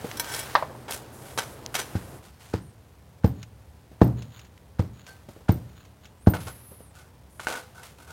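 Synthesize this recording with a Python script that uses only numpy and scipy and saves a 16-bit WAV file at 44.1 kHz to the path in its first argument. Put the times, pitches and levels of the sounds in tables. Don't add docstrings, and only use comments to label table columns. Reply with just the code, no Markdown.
import sys
import numpy as np
from scipy import signal
from scipy.fft import rfft, irfft, next_fast_len
from scipy.io import wavfile
from scipy.ndimage import uniform_filter1d

SR = 44100
rng = np.random.default_rng(int(sys.argv[2]) if len(sys.argv) > 2 else 0)


def wav_record(signal):
    frames = np.transpose(np.atleast_2d(signal))
    bounded = np.clip(frames, -1, 1)
    quanta = np.round(bounded * 32767).astype(np.int16)
    wavfile.write(sys.argv[1], SR, quanta)


N = 358170
AGE = np.arange(SR) / SR


def from_db(db):
    return 10 ** (np.asarray(db) / 20)


def rms_one(x):
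    return x / np.sqrt(np.mean(x ** 2) + 1e-20)


def in_time(rows):
    s, *columns = np.transpose(rows)
    return [np.interp(np.arange(N) / SR, s, c) for c in columns]


def add(track, s, sound):
    start = max(round(s * SR), 0)
    track[start:start + len(sound)] += sound[:max(N - start, 0)]


def decay(t60, hold=0):
    return from_db(-60 * np.maximum(AGE - hold, 0) / t60)


def swell(rise):
    return np.minimum(AGE / rise, 1)


def coloured(x, spectrum, tilt_db=0):
    hz, db = np.transpose(spectrum)
    size = next_fast_len(len(x))
    octave = np.log2(np.maximum(np.fft.rfftfreq(size, 1 / SR), 1))
    level_db = np.interp(octave, np.log2(hz), db)
    level_db += tilt_db * np.maximum(octave, np.log2(hz[1]))
    level_db -= 20 * np.maximum(np.log2(hz[0]) - octave, 0)
    return rms_one(irfft(rfft(x, size) * from_db(level_db), size)[:len(x)])


def noise(spectrum, size=SR):
    return coloured(rng.standard_normal(size), spectrum)


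def grains(per_s, spread_db, size=SR):
    sizes = from_db(spread_db * np.minimum(rng.exponential(1, size), 4))
    happens = rng.random(size) < per_s / SR
    return rms_one(sizes * rng.choice([-1, 1], size) * happens)


def clumps(spread_db, size=SR):
    lurch = uniform_filter1d(rng.standard_normal(size), size=240)
    lurch = uniform_filter1d(lurch, size=120)
    return from_db(spread_db * rms_one(lurch))


def struck(modes):
    out = np.zeros(SR)
    for strength_db, (hz, db, t60) in zip(rng.uniform(-2, 2, len(modes)), modes):
        out += from_db(strength_db + db) * np.sin(2 * np.pi * hz * AGE) * decay(t60)
    return out


def shove(contact, order=8):
    t = AGE * np.sqrt(2 * order) / contact
    pressure = -np.gradient(np.gradient(t ** order * np.exp(-t)))
    return pressure / pressure.max()


WASH_END_S, WASH_FADE_DB_PER_S = 2.16, 153


def before_drop():
    return from_db(-WASH_FADE_DB_PER_S * np.maximum(np.arange(N) / SR - WASH_END_S, 0))


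# frequency in Hz, relative density in dB per Hz.
AIR_SPECTRUM = [(40, -18), (130, 3.5), (220, 3), (450, 3.5), (1000, -1.5), (1500, -20), (2500, -32.5),
                (6000, -38.5), (16000, -34)]
# frequency in Hz, relative density in dB per Hz.
WASH_SPECTRUM = [(40, -6), (95, 1), (132, 9), (170, -4), (280, 0), (480, -2), (900, -8), (1500, -16),
                 (2500, -27), (6000, -36), (16000, -42.5)]
# frequency in Hz, relative density in dB per Hz.
RUMBLE_SPECTRUM = [(20, -26.5), (45, -19), (62, -3), (78, -1.5), (105, -5.5), (160, -10.5), (300, -23.5),
                   (1000, -70)]
AIR_DB, WASH_DB, RUMBLE_DB = -61, -45.5, -52.5


def yard():
    air = from_db(AIR_DB) * noise(AIR_SPECTRUM, size=N)
    wash = from_db(WASH_DB) * before_drop() * noise(WASH_SPECTRUM, size=N)
    return air + wash + from_db(RUMBLE_DB) * noise(RUMBLE_SPECTRUM, size=N)


# start in seconds, length in seconds, level in dB.
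HISS_SPELLS = [(1.112, 0.426, -54), (1.71, 0.464, -57.5), (7.285, .25, -65)]
# frequency in Hz, relative density in dB per Hz.
HISS_SPECTRUM = [(4500, -19), (6000, -8), (7500, -6), (9500, -3.5), (11800, -2.5), (13000, -12),
                 (16000, -12)]
HISS_RISE_S, HISS_T60_S = 0.025, 0.15


def hiss():
    out = np.zeros(N)
    for s, length, db in HISS_SPELLS:
        spell = swell(HISS_RISE_S) * decay(HISS_T60_S, hold=length)
        add(out, s, from_db(db) * noise(HISS_SPECTRUM) * spell)
    return out


# time in seconds, pitch in Hz before smoothing.
WHINE_GLIDE = [(6.16, 6800), (6.25, 9300), (6.39, 9950), (6.505, 11140), (6.60, 10100), (6.685, 10970),
               (6.81, 9700), (6.89, 8700), (6.96, 6200)]
# time of the top in seconds, top pitch in Hz, level in dB relative to the long glide.
WHINE_SWOOPS = [(.77, 8900, -3), (2.64, 9000, -3), (7.35, 9500, -5.5)]
SWOOP_RISE_S, SWOOP_FALL_S = 0.11, 0.24


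def whine_course():
    hz, db = uniform_filter1d(in_time(WHINE_GLIDE)[0], size=1800), np.zeros(N)
    for s, top_hz, swoop_db in WHINE_SWOOPS:
        lag = np.arange(N) / SR - s
        arc = top_hz * np.exp(-(lag / np.where(lag < 0, SWOOP_RISE_S, SWOOP_FALL_S)) ** 2)
        db = np.where(arc > hz, swoop_db, db)
        hz = np.maximum(hz, arc)
    return hz, db


# multiple of the pitch, relative level in dB.
WHINE_CLUSTER = [(1, -1), (1.104, -7), (1.18, -15), (1.225, -14), (1.27, -9), (1.311, -18)]
WHINE_DB, WHINE_AT_HZ, WHINE_DB_PER_OCTAVE = -54.5, 9980, 34


def whine(silent_hz=7000, full_hz=8200):
    hz, offset_db = whine_course()
    level_db = WHINE_DB + offset_db + WHINE_DB_PER_OCTAVE * np.log2(hz / WHINE_AT_HZ)
    gain = from_db(level_db) * np.interp(hz, [silent_hz, full_hz], [0, 1])
    flutter = rms_one(uniform_filter1d(rng.standard_normal(N), size=100))
    phase = 2 * np.pi * np.cumsum(hz * (1 + 0.00377 * flutter)) / SR
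    cluster = np.zeros(N)
    for multiple, db in WHINE_CLUSTER:
        cluster += from_db(db) * clumps(1.96, size=N) * np.sin(multiple * phase)
    return gain * cluster


# start in seconds, level in dB.
BOOT_STEPS = [(0.043, -24), (.060, -35), (0.704, -37.5), (3.838, -57), (3.915, -44), (5.286, -36.5),
              (5.361, -40.5), (5.407, -45.5), (6.714, -41), (6.804, -43.5)]
# frequency in Hz, relative density in dB per Hz.
STEP_SPECTRUM = [(70, -59), (200, -10), (470, 2), (700, -9), (1300, -23), (3000, -34), (9000, -50)]


def boots():
    out = np.zeros(N)
    for s, db in BOOT_STEPS:
        push = from_db(-0.5) * shove(0.0019)
        puff = from_db(-3.5) * noise(STEP_SPECTRUM) * swell(0.0022) * decay(0.086, hold=0.0021)
        add(out, s, from_db(db) * (push + puff))
    return out


# time in seconds, level in dB.
SAND_POUR = [(0, -48.5), (.3, -41), (.55, -42.5), (.8, -69.5)]
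SAND_REST_DB, SAND_EARLY_DB = -63, -57
SPILL_RISE_S = 0.04
BITE_SPILL_DB, BITE_SPILL_T60_S = -20.5, 1.43
CLANK_SPILL_DB, CLANK_SPILL_T60_S = -23, 1
SCUFF_SPILL_DB, SCUFF_SPILL_T60_S = -11, 1
STEP_SPILL_DB, STEP_SPILL_T60_S = -20.5, 0.51
TAMP_SPILL_DB, TAMP_SPILL_T60_S = -65.5, 1


def sand_flow():
    pour_db, = in_time(SAND_POUR)
    early_power = from_db(pour_db) ** 2 + from_db(SAND_EARLY_DB) ** 2
    power = from_db(SAND_REST_DB) ** 2 + early_power * before_drop() ** 2
    spills = [(s, db + BITE_SPILL_DB, BITE_SPILL_T60_S) for s, db, *_ in HEAP_BITES]
    spills += [(s, db + CLANK_SPILL_DB, CLANK_SPILL_T60_S) for s, db, *_ in PLATE_CLANKS]
    spills += [(s, db + SCUFF_SPILL_DB, SCUFF_SPILL_T60_S) for s, db, *_ in GRIT_SCUFFS]
    spills += [(s, TAMP_SPILL_DB, TAMP_SPILL_T60_S) for s, *_ in TAMPER_BLOWS]
    for s, db, t60 in spills:
        run = swell(SPILL_RISE_S) * decay(t60, hold=SPILL_RISE_S)
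        add(power, s, (from_db(db) * run) ** 2)
    for s, db in BOOT_STEPS:
        add(power, s, (from_db(db + STEP_SPILL_DB) * decay(STEP_SPILL_T60_S)) ** 2)
    return np.sqrt(power)


# frequency in Hz, relative density in dB per Hz.
SAND_SPECTRUM = [(400, 11.5), (1500, 10.5), (2300, 6.5), (5000, 2), (7000, 0), (11000, -0.5), (16000, -3.5)]
# start in seconds, level in dB, t60 in seconds.
PEBBLE_TICKS = [(0.1141, -28, 0.011), (.245, -25.5, .007), (0.923, -30, 0.017), (1.6625, -17.5, 0.0026),
                (1.791, -41, .008), (4.577, -46, .015), (7.47, -24.5, .011)]
# frequency in Hz, relative density in dB per Hz.
TICK_SPECTRUM = [(300, 2), (1200, 0.5), (2800, 8), (4000, 0.5), (6500, 2.5), (8500, -9.5), (16000, -17)]


def loose_soil():
    sand = coloured(grains(7600, 2.7, size=N), SAND_SPECTRUM)
    out = sand_flow() * sand * clumps(0.65, size=N)
    for s, db, t60 in PEBBLE_TICKS:
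        add(out, s, from_db(db) * noise(TICK_SPECTRUM) * decay(t60))
    return out


# time of the catch in seconds, slide length in seconds, slide level in dB, catch level in dB.
GRIP_SHIFTS = [(3.429, 0.092, -59.5, -40.5), (4.222, 0.073, -56, -42.5), (4.393, .13, -56, -44),
               (4.449, 0.047, -59, -51), (5.066, 0.16, -61, -42.5), (5.852, 0.23, -63, -54),
               (6.055, 0.053, -59.5, -46.5)]
# frequency in Hz, relative density in dB per Hz.
RUB_SPECTRUM = [(800, 5), (1500, 10), (2100, 2), (2900, 6.5), (4300, 5.5), (5500, -18), (6900, 10),
                (7900, -25), (16000, -3)]
CATCH_T60_S = 0.05


def gloves():
    out = np.zeros(N)
    for s, length, slide_db, catch_db in GRIP_SHIFTS:
        rustle = coloured(grains(3000, 4.2), RUB_SPECTRUM) * clumps(3.8)
        rustle = rustle * swell(length / 2) * decay(0.2, hold=length)
        add(out, s - length, from_db(slide_db) * rustle)
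        add(out, s, from_db(catch_db) * noise(TICK_SPECTRUM) * decay(CATCH_T60_S))
    return out


# start in seconds, level in dB.
LIFTS = [(5.075, -40.5)]
# frequency in Hz, level in dB, t60 in seconds.
LIFTED_STEEL = [(1555, 0, 0.26), (4400, -11.5, 0.25)]


def faint_ring():
    out = np.zeros(N)
    for s, db in LIFTS:
        add(out, s, from_db(db) * struck(LIFTED_STEEL) * swell(0.02))
    return out


# frequency in Hz, relative density in dB per Hz.
GRIT_SPECTRUM = [(150, -14.5), (500, -3), (1000, -1), (2000, -1.5), (3200, -3), (5000, -5), (9000, -5),
                 (13000, -10), (16000, -17)]


def scrapes(strokes, modes, lumpy_db):
    out = np.zeros(N)
    for s, db, rise, hold, t60, tilt_db, ring_db in strokes:
        stroke = swell(rise) * decay(t60, hold) * clumps(lumpy_db)
        rasp = coloured(grains(4500, 3.6), GRIT_SPECTRUM, tilt_db) * stroke
        ringing = signal.fftconvolve(rasp, struck(modes))[:SR]
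        ringing = rms_one(ringing) * np.std(rasp)
        add(out, s, from_db(db - 3) * (rasp + from_db(ring_db) * ringing))
    return out


# start in seconds, level in dB (scraped 3 dB lower),
# t60 in seconds, brightness in dB per octave.
HEAP_BITES = [(.879, -35.5, 0.42, -4.5), (1.376, -27.5, .19, -2), (1.742, -26, 0.25, -0.7),
              (1.79, -30.5, 0.15, -1)]
BITE_RISE_S, BITE_HOLD_S, BITE_RING_DB = 0.0009, 0.012, -7.5
# start in seconds, level in dB (scraped 3 dB lower),
# length in seconds, brightness in dB per octave, metal ring in dB relative to the rasp.
SOIL_SLIDES = [(0.217, -43.5, 0.11, -2, 7), (0.268, -33, .12, 2, -2), (.895, -31, 0.033, 3, -15),
               (1.199, -49, 0.11, -1.5, -15)]
SLIDE_RISE_SHARE, SLIDE_T60_S = 0.68, 0.24
# frequency in Hz, level in dB, t60 in seconds.
BLADE_MODES = [(948, -11.5, 0.18), (1555, -5, 0.071), (1820, -11, 0.088), (2280, -11, 0.102),
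               (3340, -5.5, 0.057), (4000, -5, 0.044), (4240, -19, 0.14), (4694, -28, 0.26),
               (5070, -24, 0.16), (5410, -3.5, 0.058), (6000, -3, .08), (7100, -14.5, 0.076),
               (8070, -5, .06), (10540, -1, 0.049), (11080, -12, 0.045), (14000, -4, 0.087),
               (14400, -9, .05)]


def blade_scrapes():
    strokes = []
    for s, db, t60, tilt_db in HEAP_BITES:
        strokes.append((s, db, BITE_RISE_S, BITE_HOLD_S, t60, tilt_db, BITE_RING_DB))
    for s, db, length, tilt_db, ring_db in SOIL_SLIDES:
        rise = SLIDE_RISE_SHARE * length
        strokes.append((s, db, rise, length, SLIDE_T60_S, tilt_db, ring_db))
    return scrapes(strokes, BLADE_MODES, lumpy_db=3.0)


# start in seconds, level in dB.
STONE_CLINKS = [(0.172, -36.5), (0.197, -24)]
# start in seconds, level in dB.
HARD_KNOCKS = [(.552, -12), (.625, -27), (.642, -46), (.696, -40), (.749, -40.5)]
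# frequency in Hz, relative density in dB per Hz.
KNOCK_SPECTRUM = [(150, -44), (350, -26), (560, -3), (800, -0.5), (1100, 1), (1350, -7), (1900, -7),
                  (2700, -20), (4200, -18.5), (5600, -28), (7500, -50), (16000, -42.5)]
# frequency in Hz, level in dB, t60 in seconds.
KNOCK_BODY = [(586, -13.5, 0.23), (766, -3.5, 0.086), (931, -6, 0.053), (1130, 3, 0.059),
              (1518, -12.5, 0.023)]


def shovel():
    out = np.zeros(N)
    for s, db in STONE_CLINKS:
        grit = from_db(-2) * noise(GRIT_SPECTRUM) * decay(0.038)
        add(out, s, from_db(db) * (struck(BLADE_MODES) + grit))
    for s, db in HARD_KNOCKS:
        crack = coloured(rng.standard_normal(SR), KNOCK_SPECTRUM, tilt_db=0.33 * (db + 11.5))
        fence_tail = from_db(-15.5) * decay(0.31)
        crack = crack * swell(0.00049) * (decay(0.048, hold=0.0025) + fence_tail)
        body = from_db(-7) * struck(KNOCK_BODY) * swell(0.0017)
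        add(out, s, from_db(db) * (body + crack))
    return out


# start in seconds, grit level in dB (scraped 3 dB lower),
# plate ring level in dB, grit t60 in seconds, brightness in dB per octave.
PLATE_CLANKS = [(5.483, -32.5, -46, 0.086, -6.5), (6.337, -29.5, -31, 0.14, -5.5),
                (6.468, -34.5, -49, 0.12, -2.5), (7.396, -36, -36, 0.063, -4),
                (7.470, -31, -26.5, 0.36, -2.5), (7.553, -36.5, -35, 0.22, -2)]
CLANK_RISE_S, CLANK_HOLD_SHARE, CLANK_RING_DB = 0.0038, 0.1, -5.5
# start in seconds, level in dB (scraped 3 dB lower),
# length in seconds, metal ring in dB relative to the rasp.
GRIT_SCUFFS = [(2.221, -52, 0.055, -12), (2.388, -51, 0.12, -21), (5.075, -47.5, 0.011, -14),
               (5.285, -54.5, 0.012, -12), (6.401, -42, 0.0078, -14), (6.94, -52, 0.067, -3.5),
               (7.406, -42.5, .04, -13), (7.744, -51, 0.064, 3.5), (7.826, -45.5, 0.036, -24),
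               (7.98, -52, 0.054, -2), (8.067, -49.5, 0.067, 2)]
SCUFF_RISE_SHARE, SCUFF_T60_S, SCUFF_TILT_DB = 0.18, 0.27, -0.9
# frequency in Hz, level in dB, t60 in seconds.
PLATE_MODES = [(503.5, -18.5, 0.43), (771, -16, 0.13), (938, -2, 0.038), (1504, 8.5, 0.031),
               (1555, -15.5, 0.26), (1740, -5.5, 0.026), (2162, -10.5, 0.17), (2740, -9, 0.023),
               (4080, -21, 0.28), (4560, -37, 0.098), (6450, -18, 0.058)]


def plate_scrapes():
    clanks, scuffs = [], []
    for s, db, _, t60, tilt_db in PLATE_CLANKS:
        clanks.append((s, db, CLANK_RISE_S, CLANK_HOLD_SHARE * t60, t60, tilt_db, CLANK_RING_DB))
    for s, db, length, ring_db in GRIT_SCUFFS:
        rise = SCUFF_RISE_SHARE * length
        scuffs.append((s, db, rise, length, SCUFF_T60_S, SCUFF_TILT_DB, ring_db))
    out = scrapes(clanks, PLATE_MODES, lumpy_db=1.3) + scrapes(scuffs, PLATE_MODES, lumpy_db=2.0)
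    for s, _, plate_db, *_ in PLATE_CLANKS:
        add(out, s, from_db(plate_db) * struck(PLATE_MODES))
    return out


def thud(contact, rebound_db, period=0.01046, rebound_s=0.0026, loss_db=-10):
    out = shove(contact)
    for k in range(2):
        phase = (AGE - 2 * contact - (k + 1) * period) / rebound_s
        bob = (1 - phase ** 2) * np.exp(-phase ** 2 / 2)
        out = out + from_db(rebound_db + k * loss_db) * bob
    return out


# time in seconds, thud level in dB, contact in seconds,
# tank boom in dB and steel ring in dB, both relative to the thud.
TAMPER_BLOWS = [(1.9541, -17.5, 0.0029, -1.5, -40), (2.5394, -17, 0.0012, 0.5, -40),
                (3.2447, -6.5, 0.0026, -1, -5), (4.0167, -2, 0.0015, 4, -4.5),
                (4.7954, -11.5, 0.0032, -1, -17), (5.494, -6.5, 0.0027, -1, -1.5),
                (6.2723, -2.5, 0.0022, -1, 4)]
# frequency in Hz, level in dB, t60 in seconds.
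TANK_MODES = [(105.6, -32.5, 0.87), (119.2, -23, 0.64), (125, -39, 0.43), (182, -18, 0.22),
              (212.7, -13, 0.058), (291, -30, 0.39), (316.8, -19.5, 0.19), (399, -37, 0.15),
              (458, -15, 0.06), (476, -39, 0.32), (570, -61, 0.15), (818, -23, 0.066), (1110, -54, 0.19),
              (1587, -41, 0.071)]
# frequency in Hz, level in dB, t60 in seconds.
STEEL_MODES = [(8700, -46.5, 0.27), (12000, -43, 0.2), (12300, -49, 0.11), (14540, -30, 0.16),
               (14600, -30, 0.12)]
# frequency in Hz, relative density in dB per Hz.
SLAP_SPECTRUM = [(150, -31), (260, -16), (430, 3), (620, -3.5), (950, -8), (1400, -20.5), (2200, -35.5),
                 (4000, -38), (9000, -77)]
# frequency in Hz, relative density in dB per Hz.
CRUNCH_SPECTRUM = [(300, -29), (800, 1), (1500, 4.5), (2600, -6.5), (5000, -7.5), (10000, -19),
                   (16000, -21)]
# frequency in Hz, relative density in dB per Hz.
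BOOM_SPECTRUM = [(40, -23), (70, -4.5), (120, -1), (150, -5.5), (200, -8), (300, -19.5), (450, -24),
                 (900, -33), (1600, -46), (4000, -63.5)]
# frequency in Hz, relative density in dB per Hz.
ECHO_SPECTRUM = [(120, -30), (200, 6.5), (300, 6.5), (450, -4), (900, -10.5), (1600, -34), (4000, -55)]
REBOUND_DB, REBOUND_DB_PER_DB = -4.5, -0.07
SLAP_DB, SLAP_CONTACT_S, SLAP_DB_PER_OCTAVE = -13, 0.0023, -6
PEBBLE_LEAD_S, PEBBLE_DB, PEBBLE_FOLLOWS = 0.0082, -45.5, 0.35
CRUNCH_DB, CRUNCH_FOLLOWS, CRUNCH_DB_PER_OCTAVE = -35.5, 0.11, -3


def tamper():
    out = np.zeros(N)
    for s, db, contact, tank_db, ring_db in TAMPER_BLOWS:
        softness = np.log2(contact / SLAP_CONTACT_S)
        pebble_db = PEBBLE_DB + PEBBLE_FOLLOWS * db
        add(out, s - PEBBLE_LEAD_S, from_db(pebble_db) * struck(PLATE_MODES))

        rebound_db = REBOUND_DB + REBOUND_DB_PER_DB * db
        add(out, s - contact * 0.71, from_db(db) * thud(contact, rebound_db))

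        slap_db = db + SLAP_DB + SLAP_DB_PER_OCTAVE * softness
        slap = noise(SLAP_SPECTRUM) * swell(0.0031) * decay(0.033, hold=0.0045)
        add(out, s - 0.003, from_db(slap_db) * slap)

        crunch_db = CRUNCH_DB + CRUNCH_FOLLOWS * db + CRUNCH_DB_PER_OCTAVE * softness
        crush = swell(0.0079) ** 2 * (decay(0.02, hold=0.0058) + from_db(-2.5) * decay(0.21))
        crumbs = coloured(grains(4000, 4.4), CRUNCH_SPECTRUM)
        add(out, s - 0.007, from_db(crunch_db) * crumbs * crush)

        boom = from_db(-20.5) * noise(BOOM_SPECTRUM) * swell(0.012) * decay(0.59)
        echo = from_db(-18) * noise(ECHO_SPECTRUM) * swell(0.032) * decay(0.22)
        add(out, s + 0.0011, from_db(db + tank_db) * (struck(TANK_MODES) + boom + echo))

        singing = struck(STEEL_MODES) * swell(0.018) * clumps(5.1)
        add(out, s + 0.013, from_db(db + ring_db) * singing)
    return out


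def scene():
    background = yard() + hiss() + whine() + boots() + loose_soil()
    digging = blade_scrapes() + shovel()
    tamping = gloves() + faint_ring() + plate_scrapes() + tamper()
    return (background + digging + tamping)[None, :]


CUTOFF_HZ = 16000


def record(dry):
    rounded = dry / (1 + dry ** 8) ** (1 / 8)
    top_cut = signal.ellip(10, 0.1, 80, CUTOFF_HZ, fs=SR, output="sos")
    return signal.sosfilt(top_cut, rounded)


dry = scene()
out = record(dry)
wav_record(out)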